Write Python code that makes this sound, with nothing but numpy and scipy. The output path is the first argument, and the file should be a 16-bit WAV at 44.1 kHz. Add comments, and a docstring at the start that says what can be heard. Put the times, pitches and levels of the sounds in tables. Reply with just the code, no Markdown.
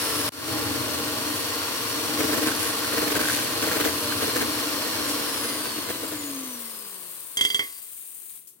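"""An electric hand mixer whips cream in a glass bowl on a kitchen counter, close to the microphone.
At first the motor, built from tones locked to its turning shaft, hums and whines; the sound soon breaks
off briefly and swells back. A worm gear turns two beaters, whose blades are pulses that thump the cream
and ring the bowl; noise bursts slap, splash and rasp. Switched off, the motor winds down and is lifted
out, the last blades clink on the glass as ringing modes, and a thin high noise hiss is left and fades."""
import sys
import numpy as np
from scipy import signal
from scipy.fft import rfft, irfft
from scipy.io import wavfile
from scipy.ndimage import uniform_filter1d

SR = 44100
rng = np.random.default_rng(int(sys.argv[2]) if len(sys.argv) > 2 else 0)


def transcribe(u):
    """Save the signal u as a 16-bit wav file named by the first command-line argument.

    u: samples, shape (n,) or (channels, n), limited to [-1, 1]; the rate is SR.
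    q: integer samples, one column per channel.
    """
    v = np.clip(np.atleast_2d(u).T, -1, 1)
    q = np.round(v * 32767).astype(np.int16)
    wavfile.write(sys.argv[1], SR, q)


N = 379260
T = np.arange(N) / SR  # time in seconds
FREQS = np.arange(N // 2 + 1) * SR / N  # Hz

# shaft turns per beater turn, and blades that pass in one beater turn
GEAR_RATIO, BLADES = 21.5, 8
# the sound breaks off once; before the break the motor runs a little slower
BREAK_S, BREAK_END_S, OPENING_HZ = .292, .32, 445.4
# switched off, the rotor coasts against air drag (time constant) and bearing friction
OFF_S, OFF_EASE_S, DRAG_S, FRICTION_HZ_PER_S = 5.207, .42, 3.8, 72.4
# the beaters are lifted out and the churning dies away
LIFT_S, LIFT_DB_PER_S = 6.33, 39
# each part: base level in dB, and the power of the speed by which it fades
GEAR_DB, GEAR_POWER = -36.5, 2.12
BRUSH_DB, BRUSH_POWER = -33, 2.42
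CHURN_DB, CHURN_POWER = -37, 0.97
# widths of a slap's thud and splash, decay of a tick, ring of a wire to -60 dB
SLAP_S, SPLASH_S, TICK_DECAY_S, WIRE_T60_S = 0.017, 0.022, 0.037, 0.026
TOP_HZ = 16000

# Shaft speed under power, drifting with the load. Each row: time in seconds, speed in Hz.
POWERED_SPEED = [(1.2, 466), (2, 467.6), (3.7, 464.4)]
# Hum tones of the motor shaft. Each row: multiple of the shaft turn, relative level in dB.
SHAFT_ORDERS = [(1, -5), (3, -4), (4, -6.5)]
# Resonances of bowl and housing that shaft overtones fall through. Each row: centre in Hz, width in Hz,
# relative level in dB.
OVERTONE_RESONANCES = [(1020, 140, -36), (2050, 110, -28), (2950, 380, -34)]
# Fan whistle, coming and going as the mixer is moved about. Each row: time in seconds, level in dB.
WHISTLE_LEVEL = [(0, -56), (1.25, -49), (2.7, -53), (2.93, -39), (3.3, -60), (3.62, -39), (3.95, -53),
                 (4.12, -40), (4.7, -47), (5, -44), (5.4, -54), (6.2, -62)]
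# Faint gear strands just above the whistle. Each row: multiple of the beater turn, relative level in dB.
GEAR_STRANDS = [(201, -54), (206, -53)]
# Commutator whine, swelling and fading as the mixer is turned. Each row: time in seconds, level in dB.
WHINE_LEVEL = [(0, -44), (1.1, -52), (1.9, -46), (2.28, -43), (2.6, -56), (2.91, -46), (3.22, -54),
               (4.99, -45), (5.8, -45), (6.2, -61)]
# Octave of the commutator whine. Each row: time in seconds, level in dB.
WHINE_OCTAVE_LEVEL = [(0, -41), (.5, -50), (1.1, -55), (1.38, -44), (1.8, -51), (2.65, -42), (3.19, -48),
                      (4.44, -42), (4.85, -56), (5.47, -38), (5.98, -53), (6.4, -48), (7.29, -72)]
# Closeness of the mixer to the microphone. Each row: time in seconds, gain in dB.
CLOSENESS = [(0, 0), (1.8, 0.85), (2.3, 2), (5, 1.5), (5.6, 2.5)]
# Spectrum of the gear housing. Each row: frequency in Hz, relative level in dB per Hz.
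GEAR_SPECTRUM = [(150, -11.5), (500, 2.5), (800, -13), (1040, 1.5), (1170, 2), (1300, -14.5), (2100, -11),
                 (2900, -4), (6000, -18)]
# Spectrum of brushes and fan. Each row: frequency in Hz, relative level in dB per Hz.
BRUSH_SPECTRUM = [(300, -7.5), (1500, 4.5), (2300, -1), (3800, 1), (4400, 6), (4900, 2.5), (6400, -1),
                  (7100, -5), (8400, -2), (9800, -2.5), (11000, -14), (11900, 1.5), (16000, -14.5)]
# Drone tones of the loaded beaters. Each row: multiple of the beater turn, relative level in dB.
BEATER_ORDERS = [(11, -16.5), (13, -11.5), (14, -12), (28, -13), (38, -16)]
# How hard the beaters bite into the cream. Each row: time in seconds, gain in dB.
BITE = [(0, -6.5), (.6, 3), (1.4, -1.5), (1.8, -7), (2.2, 3.5), (2.8, -0.5), (5, 0), (5.7, -3)]
# Resonances of the cream-filled bowl. Each row: centre in Hz, width in Hz, relative level in dB.
BOWL_RESONANCES = [(231, 8.1, -0.5), (299.2, 56, 4.5), (453.6, 58, -2.5), (630.5, 50, -6)]
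# Shaking of bowl and counter against the churning, less as the beaters leave the bottom.
# Each row: time in seconds, gain in dB.
RUMBLE_LEVEL = [(1.8, -7.5), (2.4, -12.5), (4.4, -7), (4.7, -15.5), (6.2, -10.5), (6.5, -26)]
# Spectrum of wet splatter. Each row: frequency in Hz, relative level in dB per Hz.
SPLATTER_SPECTRUM = [(300, -10), (750, -13.5), (1550, -3.5), (2300, -9), (7000, -17), (16000, -14)]
# Blades slapping into heaped cream. Each row: centre in seconds, relative level in dB.
SLAPS = [(2.204, -29.5), (2.247, -33), (2.294, -32), (2.339, -30.5), (2.384, -31), (2.431, -30.5),
         (2.478, -29), (2.940, -30.5), (2.985, -30.5), (3.028, -30.5), (3.080, -33), (3.122, -30),
         (3.165, -28), (3.214, -27), (3.635, -28.5), (3.678, -29), (3.724, -30), (3.770, -29),
         (3.812, -28.5), (3.859, -26), (3.888, -33), (4.234, -28), (4.284, -32), (4.37, -29),
         (4.421, -28.5), (5.45, -38), (5.665, -37.5), (5.785, -38.5), (5.906, -32.5), (6.04, -35),
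         (6.128, -37)]
# Wires rasping along the glass. Each row: centre in seconds, level in dB, width in seconds.
SCRAPES = [(2.64, -29, 0.069), (3.334, -27.5, 0.16)]
# Spectrum of wires rasping on glass. Each row: frequency in Hz, relative level in dB per Hz.
RASP_SPECTRUM = [(900, -13), (1400, -12), (1570, 0), (1750, -4), (7000, -9), (10300, -6), (16000, -15)]
# Beater wires knocking on the wall under the cream. Each row: start in seconds, relative level in dB.
RATTLES = [(2.486, -23), (2.517, -23), (2.846, -26), (3.156, -21), (3.194, -23), (3.238, -22), (3.255, -19),
           (3.286, -20), (3.299, -19.5), (3.85, -32), (4.122, -21), (4.362, -27)]
# Blades clinking on the glass.
# Each row: start in seconds, relative level in dB, centre of the blow's spectrum in Hz.
CLINKS = [(7.371, -1.5, 4700), (7.39, -7, 2580), (7.41, 2.5, 3940), (7.439, -8, 4030), (7.45, 1, 3720),
          (7.502, -6, 3530), (7.545, -0.5, 3730), (7.593, -1, 2300)]
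# Modes of bowl and beater. Each row: frequency in Hz, relative level in dB, time to fall 60 dB in seconds.
GLASS_MODES = [(300, 3, 0.3), (422, 6, 0.26), (1120, -8, 0.38), (2045, -19, 0.64), (2084, 1.5, 0.19),
               (3200, -22, 0.6), (3254, 8.5, 0.093), (4690, -18, 0.63), (6400, -6, 0.098),
               (7500, 6.5, 0.065), (10020, 5, 0.048)]
# Spectrum of the thin hiss. Each row: frequency in Hz, relative level in dB per Hz.
HISS_SPECTRUM = [(500, -22.5), (2200, -14), (3700, -13.5), (5500, -18), (8000, -5), (8800, 4),
                 (10800, -5.5), (12000, -2.5), (13300, -2.5), (15500, -2)]
# Course of the thin hiss. Each row: time in seconds, relative level in dB.
HISS_LEVEL = [(0, -40), (6.7, -38.5), (8.36, -41.5), (8.45, -52), (8.6, -62)]
# Small ticks as the mixer is switched off and the bowl is picked up.
# Each row: start in seconds, relative level in dB, centre in Hz.
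TICKS = [(5.088, -32, 9000), (8.472, -44.5, 10600)]
# Spectrum of the quiet room. Each row: frequency in Hz, relative level in dB per Hz.
ROOM_SPECTRUM = [(45, -49), (105, -9), (380, -4.5), (600, -18), (6000, -28)]
# Diffuse share of the kitchen. Each row: frequency in Hz, diffuse against direct sound in dB.
DIFFUSE_SHARE = [(80, -18), (250, -8), (1100, -7), (2200, -2)]
# Colour of the two ports. Each row: frequency in Hz, left minus right in dB.
PORT_BALANCE = [(100, -2), (220, 2), (1300, 1), (2400, -2), (8000, 3.5)]


def shaft_speed():
    """Nearly steady under power, then a long coast towards rest (Hz)."""
    powered = np.where(T < BREAK_S, OPENING_HZ, curve(POWERED_SPEED))
    coast_s = np.maximum(T - OFF_S, 0)
    lost = (powered + FRICTION_HZ_PER_S * DRAG_S) * (1 - np.exp(-coast_s / DRAG_S))
    return np.maximum(powered - uniform_filter1d(lost, int(OFF_EASE_S * SR)), 0)


def motor(hz, turns, speed):
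    """Shaft hum, which booms, throbs with the beaters and rings as it falls through resonances of bowl and
    housing."""
    hum = tones(turns, SHAFT_ORDERS, waver_db=3, waver_rate=12, blur=0.61) * undb(-48.5) * speed ** 4
    throb_db = walk(12) + 1.5 * speed * np.sin(2 * np.pi * turns / GEAR_RATIO)
    boom_gain = undb(-33 + throb_db) * speed * np.abs(resonance(hz, 273.0, 54)) ** 2
    boom = boom_gain * np.sin(2 * np.pi * turns)
    octave_gain = undb(-46 + throb_db) * speed ** 2 * np.abs(resonance(2 * hz, 390, 90))
    octave = octave_gain * np.sin(4 * np.pi * turns)
    ring = 0
    for order in range(3, 10):
        gain = 0
        for centre_hz, width_hz, db in OVERTONE_RESONANCES:
            gain = gain + undb(db) * np.abs(resonance(order * hz, centre_hz, width_hz)) ** 2
        ring += gain / order * np.sin(2 * np.pi * order * turns + .7 * walk(45))
    return hum + boom + octave + ring * speed ** 2


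def whines(hz, turns, coasting):
    """Nine fan blades whistle under gear strands; twelve commutator bars whine, rougher in the coast."""
    def radiated(order):
        """The housing radiates poorly below a corner of 2700 Hz."""
        return 1 / (1 + (2700 / (order * hz + 1)) ** 8)

    whistle = tones(turns, [(9, 0)], waver_db=2.5, waver_rate=22, blur=.6) * radiated(9)
    strands = tones(turns / GEAR_RATIO, GEAR_STRANDS, waver_db=4, waver_rate=3, blur=2)
    strands = strands * (1 - coasting) * (T > BREAK_S) * undb(-2)
    rough = .3 + .6 * coasting ** 2
    whine = 0
    for order, level in [(12, WHINE_LEVEL), (24, WHINE_OCTAVE_LEVEL)]:
        tone = tones(turns, [(order, 0)], waver_db=3.5 * rough, waver_rate=40, blur=rough)
        whine = whine + tone * radiated(order) * undb(curve(level))
    return whistle * undb(curve(WHISTLE_LEVEL)) + strands + whine


def machinery(turns, speed):
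    """Gear teeth clatter in a pattern that repeats each beater turn; brushes spark and the fan hisses."""
    beater = turns / GEAR_RATIO
    # 43 pulses, two per shaft turn, make up one beater turn
    teeth = unit(impacts(2 * turns, scatter_db=2, jitter=.1, count=43)) + noise()
    flicker_db = 0.57 * np.sin(2 * np.pi * turns) + 0.74 * np.sin(2 * np.pi * beater) + 2.0 * walk(900)
    sparks = noise() * undb(flicker_db)
    gears = colour(teeth, response(GEAR_SPECTRUM)) * undb(GEAR_DB) * speed ** GEAR_POWER
    brushes = colour(sparks, response(BRUSH_SPECTRUM)) * undb(BRUSH_DB) * speed ** BRUSH_POWER
    return (gears + brushes) * undb(curve(CLOSENESS))


def beater_drone(beater, churn, slaps, speed):
    """The loaded beaters shake the bowl at multiples of their turning rate, harder in each slap."""
    drone = tones(beater, BEATER_ORDERS, waver_db=3.0, waver_rate=9, blur=0.91)
    return drone * (churn + undb(-10.0) * slaps) * speed ** 3


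def churning(speed):
    """Force of the beaters on the cream, by bite and speed, fading once they are lifted."""
    lift_db = LIFT_DB_PER_S * np.maximum(T - LIFT_S, 0)
    return undb(CHURN_DB + curve(BITE) - lift_db) * speed ** CHURN_POWER


def slapping():
    """Force of thud and splash as the blades meet heaped cream; slowing blades splash less."""
    thud = sum(undb(db) * swell(s, SLAP_S) for s, db in SLAPS)
    splash = sum(undb(db) * swell(s, SPLASH_S) for s, db in SLAPS)
    return thud, splash * undb(1.5 - 3.2 * np.maximum(T - OFF_S, 0))


def cream(beater, churn, slaps, splashes):
    """Eight blades a turn thump the cream and ring the bowl; deep cuts thud and splatter."""
    blades = impacts(BLADES * beater, scatter_db=0.0, jitter=.12, count=BLADES)
    push = unit(unit(blades) + 0.93 * noise())
    bowl = 0
    for hz, width_hz, db in BOWL_RESONANCES:
        # the second factor narrows the skirts of each resonance
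        bowl = bowl + undb(db) * resonance(FREQS, hz, width_hz) * np.abs(resonance(FREQS, hz, 1.5 * width_hz))
    bowl /= np.sqrt(np.mean(np.abs(bowl) ** 2))
    throb = churn * undb(-0.5 + 0.99 * np.sin(2 * np.pi * beater))
    thumps = irfft(rfft(push * (throb + undb(-3) * slaps)) * bowl, N)
    rumble = colour(push, resonance(FREQS, 106.0, 61) ** 3) * undb(curve(RUMBLE_LEVEL)) * churn
    drops = crackle(depth_db=6.5, rate=600) * undb(0.63 * np.cos(2 * np.pi * BLADES * beater))
    splatter = colour(drops, response(SPLATTER_SPECTRUM)) * (splashes + undb(-5) * throb)
    thuds = colour(push, resonance(FREQS, 440, 220) ** 2) * undb(-5.5) * slaps
    return thumps + thuds + rumble + splatter


def scrapes(beater):
    """Beater wires catch and slip on the glass wall in a bright rasp."""
    slips = crackle(depth_db=5.0, rate=420) * undb(2 * np.cos(2 * np.pi * BLADES * beater))
    force = sum(undb(db) * swell(s, width_s) for s, db, width_s in SCRAPES)
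    return colour(slips, response(RASP_SPECTRUM)) * force


def rattles(crack_db=-8, crack_s=0.0048):
    """A beater wire knocks on the wall; the cream stifles its ring at once."""
    out, t = np.zeros(N), T[:SR // 8]
    contact = signal.butter(1, [1000, 5000], "band", fs=SR, output="sos")
    for s, db in RATTLES:
        hz = 1550 * (1 + .01 * rng.standard_normal())
        ring = undb(-60 * t / WIRE_T60_S) * np.sin(2 * np.pi * hz * t)
        crack = signal.sosfilt(contact, rng.standard_normal(len(t))) * np.exp(-t / crack_s)
        start = int(s * SR)
        out[start:start + len(t)] += undb(db) * (ring + undb(crack_db) * crack)
    return kitchen(out, wet_db=-9, t60=.25, lead_s=0)


def clinks(crack_s=0.0083, crack_db=-1, buzz_s=0.16, buzz_db=-19, jangle=0.54):
    """Coasting blades strike the glass: wires crack and jangle, the bowl rings on; each contact favours modes."""
    out, t = np.zeros(N), T[:SR // 2]
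    hz, mode_db, t60 = np.transpose(GLASS_MODES)[:, :, None]
    buzz_decay = np.exp(-t / buzz_s)
    for s, db, centre_hz in CLINKS:
        detune = 1 + .003 * rng.standard_normal(hz.shape)
        # one stretch of chance per mode jangles its phase
        shake = jangle * walk(250)[:len(hz) * len(t)].reshape(len(hz), -1) * buzz_decay
        favour = np.abs(resonance(hz, centre_hz, centre_hz / 2))
        modes = undb(mode_db - 60 * t / t60) * favour * np.sin(2 * np.pi * hz * detune * t + shake)
        ring = np.sum(modes, axis=0)
        contact = signal.butter(1, [centre_hz / 1.6, 1.9 * centre_hz], "band", fs=SR, output="sos")
        crack_decay = undb(crack_db) * np.exp(-t / crack_s) + undb(buzz_db) * buzz_decay
        crack = signal.sosfilt(contact, rng.standard_normal(len(t))) * crack_decay
        start = int(s * SR)
        out[start:start + len(t)] += undb(db - 22.5) * (ring + crack)
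    right_tilt = undb(np.array([[-1], [1]]))
    return kitchen(out, wet_db=-9, t60=.3, lead_s=8 / SR) * right_tilt


def hiss():
    """A thin, fizzy noise hiss and two ticks of decaying, band-shaped noise."""
    fizz = colour(noise() * undb(3.1 * walk(2500)), response(HISS_SPECTRUM))
    fizz *= undb(curve(HISS_LEVEL) + walk(40))
    for s, db, hz in TICKS:
        decay = (T > s) * np.exp(-np.minimum(np.abs(T - s) / TICK_DECAY_S, 20))
        fizz += colour(noise(), resonance(FREQS, hz, hz / 2)) * undb(db) * decay
    return fizz


def background():
    """The thin hiss comes from the left: earlier and louder there."""
    return spread(hiss(), hiss(), lead_s=0.000277) * undb(np.array([[2.5], [-1.5]]))


def room():
    """The quiet room is very soft, steady coloured noise."""
    return undb(-70.5) * colour(noise(), response(ROOM_SPECTRUM))


def tones(turns, orders, waver_db, waver_rate, blur):
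    """Multiples of a rotation; each wavers as the mixer moves through the room's standing waves."""
    out = np.zeros((2, N))
    for order, db in orders:
        flutter, drift, sway = walk(waver_rate), walk(waver_rate), walk(2.5)
        # the sway pulls the phases of the two ports apart
        phase = 2 * np.pi * order * turns + blur * drift + 0.47 * sway * np.array([[1], [-1]])
        out += np.sqrt(2) * undb(db + waver_db * flutter) * np.sin(phase)
    return out


def impacts(cycles, scatter_db, jitter, count):
    """A pulse each cycle; their sizes and places repeat after count cycles, blurred by chance."""
    k = np.arange(int(cycles[-1]))
    size, place = rng.standard_normal((2, count))[:, k % count]
    chance = rng.standard_normal((len(k), 2))
    moment = k + 0.22 * place + jitter * chance[:, 0]
    at = np.interp(moment, cycles, np.arange(N)).astype(int)
    return np.bincount(at, undb(2.3 * size + scatter_db * chance[:, 1]), N)


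def crackle(depth_db, rate):
    """Noise broken into short grains of bounded size."""
    return noise() * undb(depth_db * 2 * np.tanh(walk(rate) / 2))


def noise():
    """White noise."""
    return rng.standard_normal(N)


def walk(rate):
    """Smooth chance with spread near 1: random points, two per cycle of the rate, joined by lines."""
    steps = T * 2 * rate
    knots = rng.standard_normal(N)[:int(steps[-1]) + 2]
    return 1.45 * np.interp(steps, np.arange(len(knots)), knots)


def swell(s, width_s):
    """A smooth bump around one moment."""
    return np.exp(-np.minimum(2 * ((T - s) / width_s) ** 2, 20))


def curve(rows):
    """(s, value) points joined by straight lines in time."""
    return np.interp(T, *np.transpose(rows))


def undb(db):
    """Decibels to gain."""
    return 10 ** (np.asarray(db) / 20)


def unit(x):
    """Scale to rms 1."""
    return x / np.sqrt(np.mean(x ** 2))


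def response(points):
    """Gain at every frequency from (Hz, dB) points."""
    hz, db = np.transpose(points)
    return undb(np.interp(np.log(FREQS + 1), np.log(hz), db))


def colour(x, gain):
    """Filter by a gain curve; rms 1."""
    return unit(irfft(rfft(x) * gain, N))


def resonance(hz, centre_hz, width_hz):
    """Complex gain of one resonance, 1 at its centre."""
    return 1j * hz * width_hz / (centre_hz ** 2 - hz ** 2 + 1j * hz * width_hz)


def spread(direct, diffuse, lead_s):
    """The direct sound reaches the left port first; the scattered sound differs between the ports."""
    share = response(DIFFUSE_SHARE)
    mid, side = rfft([direct, diffuse]) / np.sqrt(1 + share ** 2)
    delay = np.exp(-2j * np.pi * FREQS * lead_s)
    return irfft([mid + share * side, (mid - share * side) * delay], N)


def kitchen(x, wet_db, t60, lead_s):
    """Direct sound, right port late by the lead, and dense reflections unrelated at the two ports."""
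    t = T[:SR // 2]
    # a strong early burst from the counter, then the walls
    decay = undb(-60 * t / t60) + 5 * np.exp(-t / 0.005)
    tail = rng.standard_normal((2, len(t))) * decay
    tail /= np.sqrt(np.sum(tail ** 2, axis=1, keepdims=True))
    direct = np.array([x, np.interp(T - lead_s, T, x)])
    return direct + undb(wet_db) * signal.fftconvolve(x[None], tail, axes=1)[:, :N]


def dropout(before_db=5, hole_db=-27, return_db=-11, after_db=1.5, recover_s=0.18):
    """Gain that drops out at the break and swells back."""
    recovery = np.interp(T, [BREAK_END_S, BREAK_END_S + recover_s], [return_db, after_db])
    return undb(np.select([T < BREAK_S, T < BREAK_END_S], [before_db, hole_db], recovery))


def scene():
    """The motor's rotation drives everything that the mixer does."""
    hz = shaft_speed()
    speed = hz / hz.max()
    turns = np.cumsum(hz) / SR
    beater = turns / GEAR_RATIO
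    coasting = np.clip(T - OFF_S, 0, 1)  # rises to 1 in the first second after switching off
    churn = churning(speed)
    slaps, splashes = slapping()

    def noisy_parts():
        """Everything made of noise and pulses, with fresh chance each time."""
        return machinery(turns, speed) + cream(beater, churn, slaps, splashes) + scrapes(beater) + room()

    mixer = spread(noisy_parts(), noisy_parts(), lead_s=.00011)
    mixer = mixer + motor(hz, turns, speed) * undb(curve(CLOSENESS)) + whines(hz, turns, coasting)
    mixer = mixer + beater_drone(beater, churn, slaps, speed)
    return mixer + rattles() + clinks() + background()


def record(dry):
    """The sound breaks off briefly and swells back; the ports differ in colour; deep bass and top are cut."""
    tilt = response(PORT_BALANCE) ** np.array([[.5], [-.5]])
    sound = irfft(rfft(dry * dropout()) * tilt, N)
    sound = signal.sosfilt(signal.butter(6, 64, "high", fs=SR, output="sos"), sound)
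    return signal.sosfilt(signal.ellip(10, .2, 80, TOP_HZ, fs=SR, output="sos"), sound)


dry = scene()
out = record(dry)
transcribe(out)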